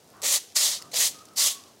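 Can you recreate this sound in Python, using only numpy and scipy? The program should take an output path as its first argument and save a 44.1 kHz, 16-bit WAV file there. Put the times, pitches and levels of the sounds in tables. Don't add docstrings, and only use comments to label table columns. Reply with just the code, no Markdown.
import sys
import numpy as np
from scipy import signal
from scipy.fft import rfft, irfft, next_fast_len
from scipy.io import wavfile
from scipy.ndimage import uniform_filter1d, map_coordinates

SR = 44100
rng = np.random.default_rng(int(sys.argv[2]) if len(sys.argv) > 2 else 0)


def voltage_ratio(decibels):
    exponent = np.asarray(decibels, float) / 20
    return 10 ** exponent


def transcribe(signal):
    frames = np.atleast_2d(signal).T
    limited = np.clip(frames, -1, 1)
    pcm = np.round(limited * 32767).astype(np.int16)
    wavfile.write(sys.argv[1], SR, pcm)


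N = 79380
T = np.arange(N) / SR


def unit(x):
    return x / np.sqrt(np.mean(x ** 2) + 1e-20)


def along(points, hz):
    f, v = np.transpose(points)
    return np.interp(np.log(hz + 1), np.log(f + 1), v)


def wobble(rate):
    return map_coordinates(rng.standard_normal(int(N * rate / SR) + 4), [T * rate])


def coloured(x, shape_db):
    size = 2 * next_fast_len(N // 2 + 4096)
    gain = voltage_ratio(shape_db(np.fft.rfftfreq(size, 1 / SR)))
    cepstrum = irfft(np.log(np.maximum(gain, 1e-5)), size)
    cepstrum[1:size // 2] *= 2
    cepstrum[size // 2 + 1:] = 0
    return irfft(rfft(x, size) * np.exp(rfft(cepstrum)), size)[..., :N]


def shaped_noise(points):
    return unit(coloured(rng.standard_normal(N), lambda f: along(points, f)))


def bump(f, hz, width, db):
    return db / (1 + (2 * (f - hz) / width) ** 2)


def grit(rate, spread_db):
    happens = rng.random(N) < rate / SR
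    sign = rng.standard_normal(N)
    size_db = spread_db * rng.exponential(size=N)
    return unit(happens * sign * voltage_ratio(size_db))


def patchy(x, patchy_db, hz_bins=5, frames=6):
    z = signal.stft(x, nperseg=256)[2]
    field = uniform_filter1d(rng.standard_normal(z.shape), hz_bins, 0)
    field = uniform_filter1d(field, frames, 1)
    return signal.istft(z * voltage_ratio(patchy_db * unit(field)), nperseg=256)[1][:N]


def hum():
    # frequency [Hz], density [dB per Hz].
    hum_colour = [(35, -53), (62, -19), (97, -3.5), (125, -6.5), (215, -4.5), (293, -5), (420, -11),
                  (685, -8), (2000, -22.5), (2600, -55), (4400, -120)]
    # time [s], swell [dB].
    swell = [(0, 2), (.2, 9), (.3, 10), (.4, 0), (.52, -0.5), (.85, 9.5), (1.2, 6.5), (1.6, 4.5),
             (1.8, 1.5)]
    level_db = -64 + np.interp(T, *np.transpose(swell))
    murmur = patchy(rng.standard_normal(N), patchy_db=0.5, frames=20)
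    return voltage_ratio(level_db) * unit(coloured(murmur, lambda f: along(hum_colour, f)))


def far_scrape():
    # start [s], length [s], level [dB], resonance [Hz], width [Hz].
    far_strokes = [(0.127, 0.16, -55.5, 1150, 380), (0.784, 0.033, -54.5, 1230, 170),
                   (0.825, 0.056, -56, 1233, 170), (1.133, 0.085, -57, 1235, 70.4),
                   (1.197, 0.024, -56, 1254, 60), (1.267, 0.066, -57.5, 1280, 55),
                   (1.367, 0.1, -49, 1137, 70), (1.491, .04, -57, 1090, 60), (1.539, 0.036, -52, 1118, 40),
                   (1.582, 0.12, -61.5, 1133, 70)]
    rise_s, fall_s = 0.015, 0.018
    steadiness = 0.8
    out = np.zeros(N)
    for s, length, db, hz, width in far_strokes:
        fade_in = np.clip((T - s) / rise_s, 0, 1)
        fade_out = np.exp(-np.clip(T - s - length, 0, None) / fall_s)
        hollow = lambda f: -18 * np.log10(1 + ((f - hz / f.clip(1) * hz) / width) ** 2)
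        rub = unit(coloured(rng.standard_normal(N), hollow))
        envelope = uniform_filter1d(np.abs(signal.hilbert(rub)), size=200)
        out += voltage_ratio(db) * fade_in * fade_out * unit(rub / (envelope + 0.056) ** steadiness)
    return out


def sand(effort):
    # frequency [Hz], density [dB per Hz].
    sand_colour = [(880, -34), (1500, -13.5), (2140, -12), (3220, -6.5), (5660, -6), (11900, -16.5),
                   (16000, -36)]
    level_db, t60_s, grains_per_s = -23, 0.6, 1400
    fall = voltage_ratio(-120 * T / t60_s)
    flow = np.sqrt(np.abs(signal.fftconvolve(effort ** 2, fall / fall.sum())[:N]))
    grains = grit(grains_per_s, 1.5) + 1.2 * rng.standard_normal(N)
    trickle = unit(coloured(grains, lambda f: along(sand_colour, f)))
    return voltage_ratio(level_db + 2.6 * wobble(29.86)) * flow * trickle


def chip():
    # frequency [Hz], level [dB].
    chip_modes = [(2000, -5), (2850, -6), (4550, 0), (5300, 2), (7100, -1), (9000, -6), (11000, -9),
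                  (14000, -9)]
    start_s, level_db, t60_s = 0.8221, -30.5, 0.011
    t = np.clip(T - start_s, 0, None)
    ring = sum(voltage_ratio(db) * np.sin(2 * np.pi * (hz * t + rng.random())) for hz, db in chip_modes)
    return voltage_ratio(level_db - 60 * t / t60_s) * (1 - np.exp(-t / 0.00074)) * ring


def ticks():
    # time [s], peak [dB], centre [Hz], relative width [1], relative length [1].
    snaps = [(.044, -46, 7000, 1.2, .5), (0.0762, -45, 9000, 1.3, .5), (.0884, -44, 7000, 1.3, .5),
             (0.1023, -41, 8500, 1.3, .6), (.118, -47, 9550, 0.84, .5), (.1305, -47, 8500, 1.4, .5),
             (.151, -52, 11000, 1.1, 0.36), (.167, -45, 8000, 1.7, .8), (.8172, -34, 4500, .6, 1.1),
             (0.8227, -29, 7000, 1.6, .8), (.8544, -43, 7700, .25, .5), (0.942, -13.5, 5200, 1.15, .5),
             (1.187, -39, 4500, 0.46, 2.3), (1.218, -48, 7000, .5, 1.1), (1.2535, -36, 6300, 0.8, 1.5),
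             (1.2848, -40.5, 4800, 0.68, 1.3), (1.3344, -46, 7500, 0.87, .9),
             (1.6373, -36.5, 4770, 0.68, 1.1)]
    # time [s], peak [dB], centre [Hz], width [1], length [1].
    first_touch = [
        (.2185, -19, 6000, 1.1, .22),
        (.2222, -22, 6500, 1.2, .8),
    ]
    t60_s, level_db, width_hz = 0.014, -3, 7500
    out, t = np.zeros(N + SR), T[:SR // 5]
    f = np.fft.rfftfreq(len(t), 1 / SR)
    for s, db, hz, wide, long in snaps + first_touch:
        width = wide * width_hz
        band = (f * width / (hz ** 2 - f ** 2 + 1j * f * width)) ** 2
        crack = unit(irfft(rfft(rng.standard_normal(len(t))) * band, len(t)))
        attack = 1 - np.exp(-t / (long * 0.00044))
        snap = voltage_ratio(-60 * t / (long * t60_s)) * crack * attack
        out[round(s * SR):][:len(t)] += voltage_ratio(db + level_db) * snap / np.abs(snap).max()
    return out[:N]


def thuds():
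    # time [s], level [dB], pitch factor [1], push into the wall [dB].
    hits = [
        (.229, -38.5, 0.965, -62),
        (.27, -53, 0.53, -62),
        (.3, -55.5, 0.5, -62),
        (.562, -51, 1.05, -49.5),
        (.932, -38, 1.08, -60),
        (1.372, -54, 0.88, -56),
    ]
    # mode of the wooden back [Hz], level [dB], decay t60 [s].
    back_modes = [(463, 1, 0.12), (549, -2, 0.11), (610, 2.5, 0.13), (689, -4, 0.16), (792, -3, 0.098),
                  (970, -2, 0.068)]
    wall_hz, wall_db, wall_t60_s = 75.4, 4, 0.05
    out, t = np.zeros(N + SR), T[:SR // 5]
    for s, db, pitch, push_db in hits:
        ring = voltage_ratio(push_db + wall_db - 60 * t / wall_t60_s) * np.sin(2 * np.pi * wall_hz * t)
        for hz, mode_db, t60 in back_modes:
            phase = rng.uniform(0, 2 * np.pi)
            ring += voltage_ratio(db + mode_db - 60 * t / t60) * np.sin(2 * np.pi * pitch * hz * t + phase)
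        out[round(s * SR):][:len(t)] += ring * (1 - np.exp(-t / 0.0046))
    return out[:N]


def pressure(strokes):
    lift_db_per_s = 404
    gain, dull = np.zeros(N), np.zeros(N)
    for rows in strokes:
        s, db, d = np.transpose(rows)
        lift_db = lift_db_per_s * np.clip(T - s[-1], 0, None)
        gain += voltage_ratio(np.interp(T, s, db, -120) - lift_db)
        dull = np.where(T >= s[0], np.clip(np.interp(T, s, d), 0, 1), dull)
    return gain, dull


def bent(x):
    # time [s], band centre [Hz], band boost [dB], air of the tips [dB].
    bends = [
        [(.22, 6500, 0, -0.5), (.26, 6000, -4, -0.5), (.285, 7240, 3.5, 2), (.34, 7000, 2, 3),
         (.385, 5000, 0, 0), (.41, 5000, 3, 0)],
        [(.55, 4870, 1, 0.5), (.572, 4650, 6.5, -0.5), (.595, 4800, 0, 0), (.635, 4300, 0, -0.5),
         (.66, 3400, 6, 0.5), (.7, 4930, 3.5, 0.5), (.75, 4150, 4.5, -3.5), (.8, 4000, 1, -5)],
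        [(.914, 4000, 8, -1), (.93, 4100, 6, -2), (.94, 4900, 4, -5.5), (.97, 6200, 1, 0.5),
         (1.02, 6600, 0.5, 2.5), (1.09, 4200, 2.5, 2), (1.12, 4800, 2, 2)],
        [(1.355, 4300, 3, 3), (1.372, 4650, 8, 3.5), (1.408, 4700, 7, 1), (1.425, 3900, 3, 1.5),
         (1.455, 3320, 4, 3), (1.495, 3070, 8, 0), (1.52, 3470, 1, 1.5), (1.57, 3500, 7, 0)],
    ]
    band_width_hz, air_hz = 660, 7000
    hz, t, z = signal.stft(x, SR, nperseg=256)
    hz = hz[:, None]
    s, centre, boost_db, air_db = np.transpose(sum(bends, []))
    gain_db = bump(hz, np.interp(t, s, centre), band_width_hz, np.interp(t, s, boost_db))
    gain_db += np.interp(t, s, air_db) / (1 + (air_hz / (hz + 1)) ** 6)
    shaped = z * voltage_ratio(gain_db)
    power_before = uniform_filter1d(np.sum(np.abs(z) ** 2, 0), size=9)
    power_after = uniform_filter1d(np.sum(np.abs(shaped) ** 2, 0), size=9)
    return signal.istft(shaped * np.sqrt(power_before / power_after), nperseg=256)[1][:N]


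def brush():
    # time [s], pressure [dB], dullness as the bristles lie down [0-1].
    push_strokes = [
        [(.2175, -65, .4), (.2205, -43, 0), (.2295, -38, 0), (.2345, -29, 0), (.256, -24.5, 0.1),
         (.344, -19.5, 0.55), (.368, -21.5, 0.64), (.396, -42.5, 0.5), (.41, -42.5, 0.5)],
        [(.913, -65, .2), (.9155, -45, 0.1), (.929, -45, 0.2), (.934, -35.5, 0.5), (.965, -24, 0.62),
         (1.015, -20, 0.4), (1.078, -23.5, 0.72), (1.1, -36.5, 0.5), (1.12, -46, 0.4)],
    ]
    # time [s], pressure [dB], dullness [0-1].
    pull_strokes = [
        [(.546, -56, .3), (.558, -26.5, 0.17), (.568, -16.5, 0.21), (.576, -21, 0.097), (.665, -20.5, 0.56),
         (.7, -25.5, 0.34), (.753, -30, 0.72), (.81, -50, 0.35)],
        [(1.352, -81, .5), (1.36, -44, 0.45), (1.376, -23.5, 0.24), (1.402, -20, 0.091), (1.476, -21, 0.61),
         (1.518, -30, 0.34), (1.555, -42, 0.96), (1.58, -60, .4)],
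    ]
    # frequency [Hz], density [dB per Hz].
    push_colour = [(180, -72.5), (300, -24), (526, -16), (1420, -17.5), (1880, -10.5), (4020, -5.5),
                   (5240, -7.5), (6080, -1.5), (15600, -16.5)]
    # frequency [Hz], density [dB per Hz].
    pull_colour = [(180, -52), (300, -25), (631, -21), (1370, -18), (2040, -14.5), (3090, -10), (5330, -2),
                   (8890, -5.5), (15600, -18)]
    # frequency [Hz], density [dB per Hz].
    flat_colour = [(180, -64), (300, -26), (1130, -15.5), (1490, -23.5), (2490, -15), (3300, 0),
                   (5980, -3.5), (11000, -8.5), (15600, -18)]
    # centre [Hz], width [Hz], boost [dB].
    tufts = [(580, 83, 6.5), (1090, 210, 1.5), (1910, 570, 4.5), (3450, 870, -2.5), (5070, 700, -0.5),
             (7000, 2000, 2.5)]
    # centre [Hz], width [Hz], depth [dB].
    wall_notch = (1600, 110, -6.5)
    slips_per_s, slip_spread_db = 14000, 0.5
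    smooth_share = 0.7

    slips = np.sqrt(1 - smooth_share) * grit(slips_per_s, slip_spread_db)
    slips += np.sqrt(smooth_share) * rng.standard_normal(N)
    flutter_db = 0.58 * wobble(59.53) + 0.39 * wobble(220)
    slips = patchy(slips, patchy_db=1.07, hz_bins=4, frames=4) * voltage_ratio(flutter_db)

    def tone(colour):
        body = lambda f: sum(bump(f, *tuft) for tuft in tufts) + bump(f, *wall_notch)
        return unit(coloured(slips, lambda f: along(colour, f) + body(f)))

    flat = tone(flat_colour)
    push, push_dull = pressure(push_strokes)
    pull, pull_dull = pressure(pull_strokes)
    push_tone = (1 - push_dull) * tone(push_colour) + push_dull * flat
    pull_tone = (1 - pull_dull) * tone(pull_colour) + pull_dull * flat
    return push * bent(push_tone) + pull * bent(pull_tone), push + pull


def room(x):
    # frequency [Hz], decay t60 [s].
    decay = [(300, .5), (2000, 0.23), (6000, 0.46), (14000, 0.39)]
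    hz, t, z = signal.stft(rng.standard_normal(SR // 2), SR, nperseg=256)
    dying = z * voltage_ratio(-60 * t / along(decay, hz)[:, None])
    tail = signal.istft(dying, SR, nperseg=256)[1]
    delayed = np.pad(x, (300, 0))
    return signal.fftconvolve(delayed, tail / np.linalg.norm(tail))[:N]


def scene():
    strokes, effort = brush()
    near = strokes + thuds() + ticks() + chip()
    mid = near + voltage_ratio(-22.5) * room(near) + sand(effort) + far_scrape() + hum()
    side = voltage_ratio(-48.5) * np.roll(mid, 37)
    return np.array([mid + side, mid - side])


def low_pass(x):
    return signal.sosfilt(signal.butter(12, 16660, fs=SR, output="sos"), x)


def record(dry):
    # frequency [Hz], density [dB per Hz].
    shared_hiss = [(30, -15), (100, -10.5), (400, 9.5), (1500, -7.5), (5500, -2.5), (10000, -9),
                   (16000, -14)]
    # frequency [Hz], density [dB per Hz].
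    apart_hiss = [(30, -6), (500, -9.5), (3000, -15), (6000, -23), (11000, -36), (13500, -6.5), (16000, -1)]
    low_cut_hz, top_hz = 50, 15820
    mid_hiss = voltage_ratio(-58.5) * shaped_noise(shared_hiss)
    side_hiss = voltage_ratio(-67.5) * shaped_noise(apart_hiss)
    noisy = dry + mid_hiss + side_hiss * [[1], [-1]]

    def band_db(f):
        low_cut_db = -10 * np.log10(1 + (low_cut_hz / f.clip(1)) ** 4)
        return low_cut_db - np.clip((f - top_hz) / 2, 0, 90)

    return low_pass(np.array([coloured(x, band_db) for x in noisy]))


dry = scene()
out = record(dry)
transcribe(out)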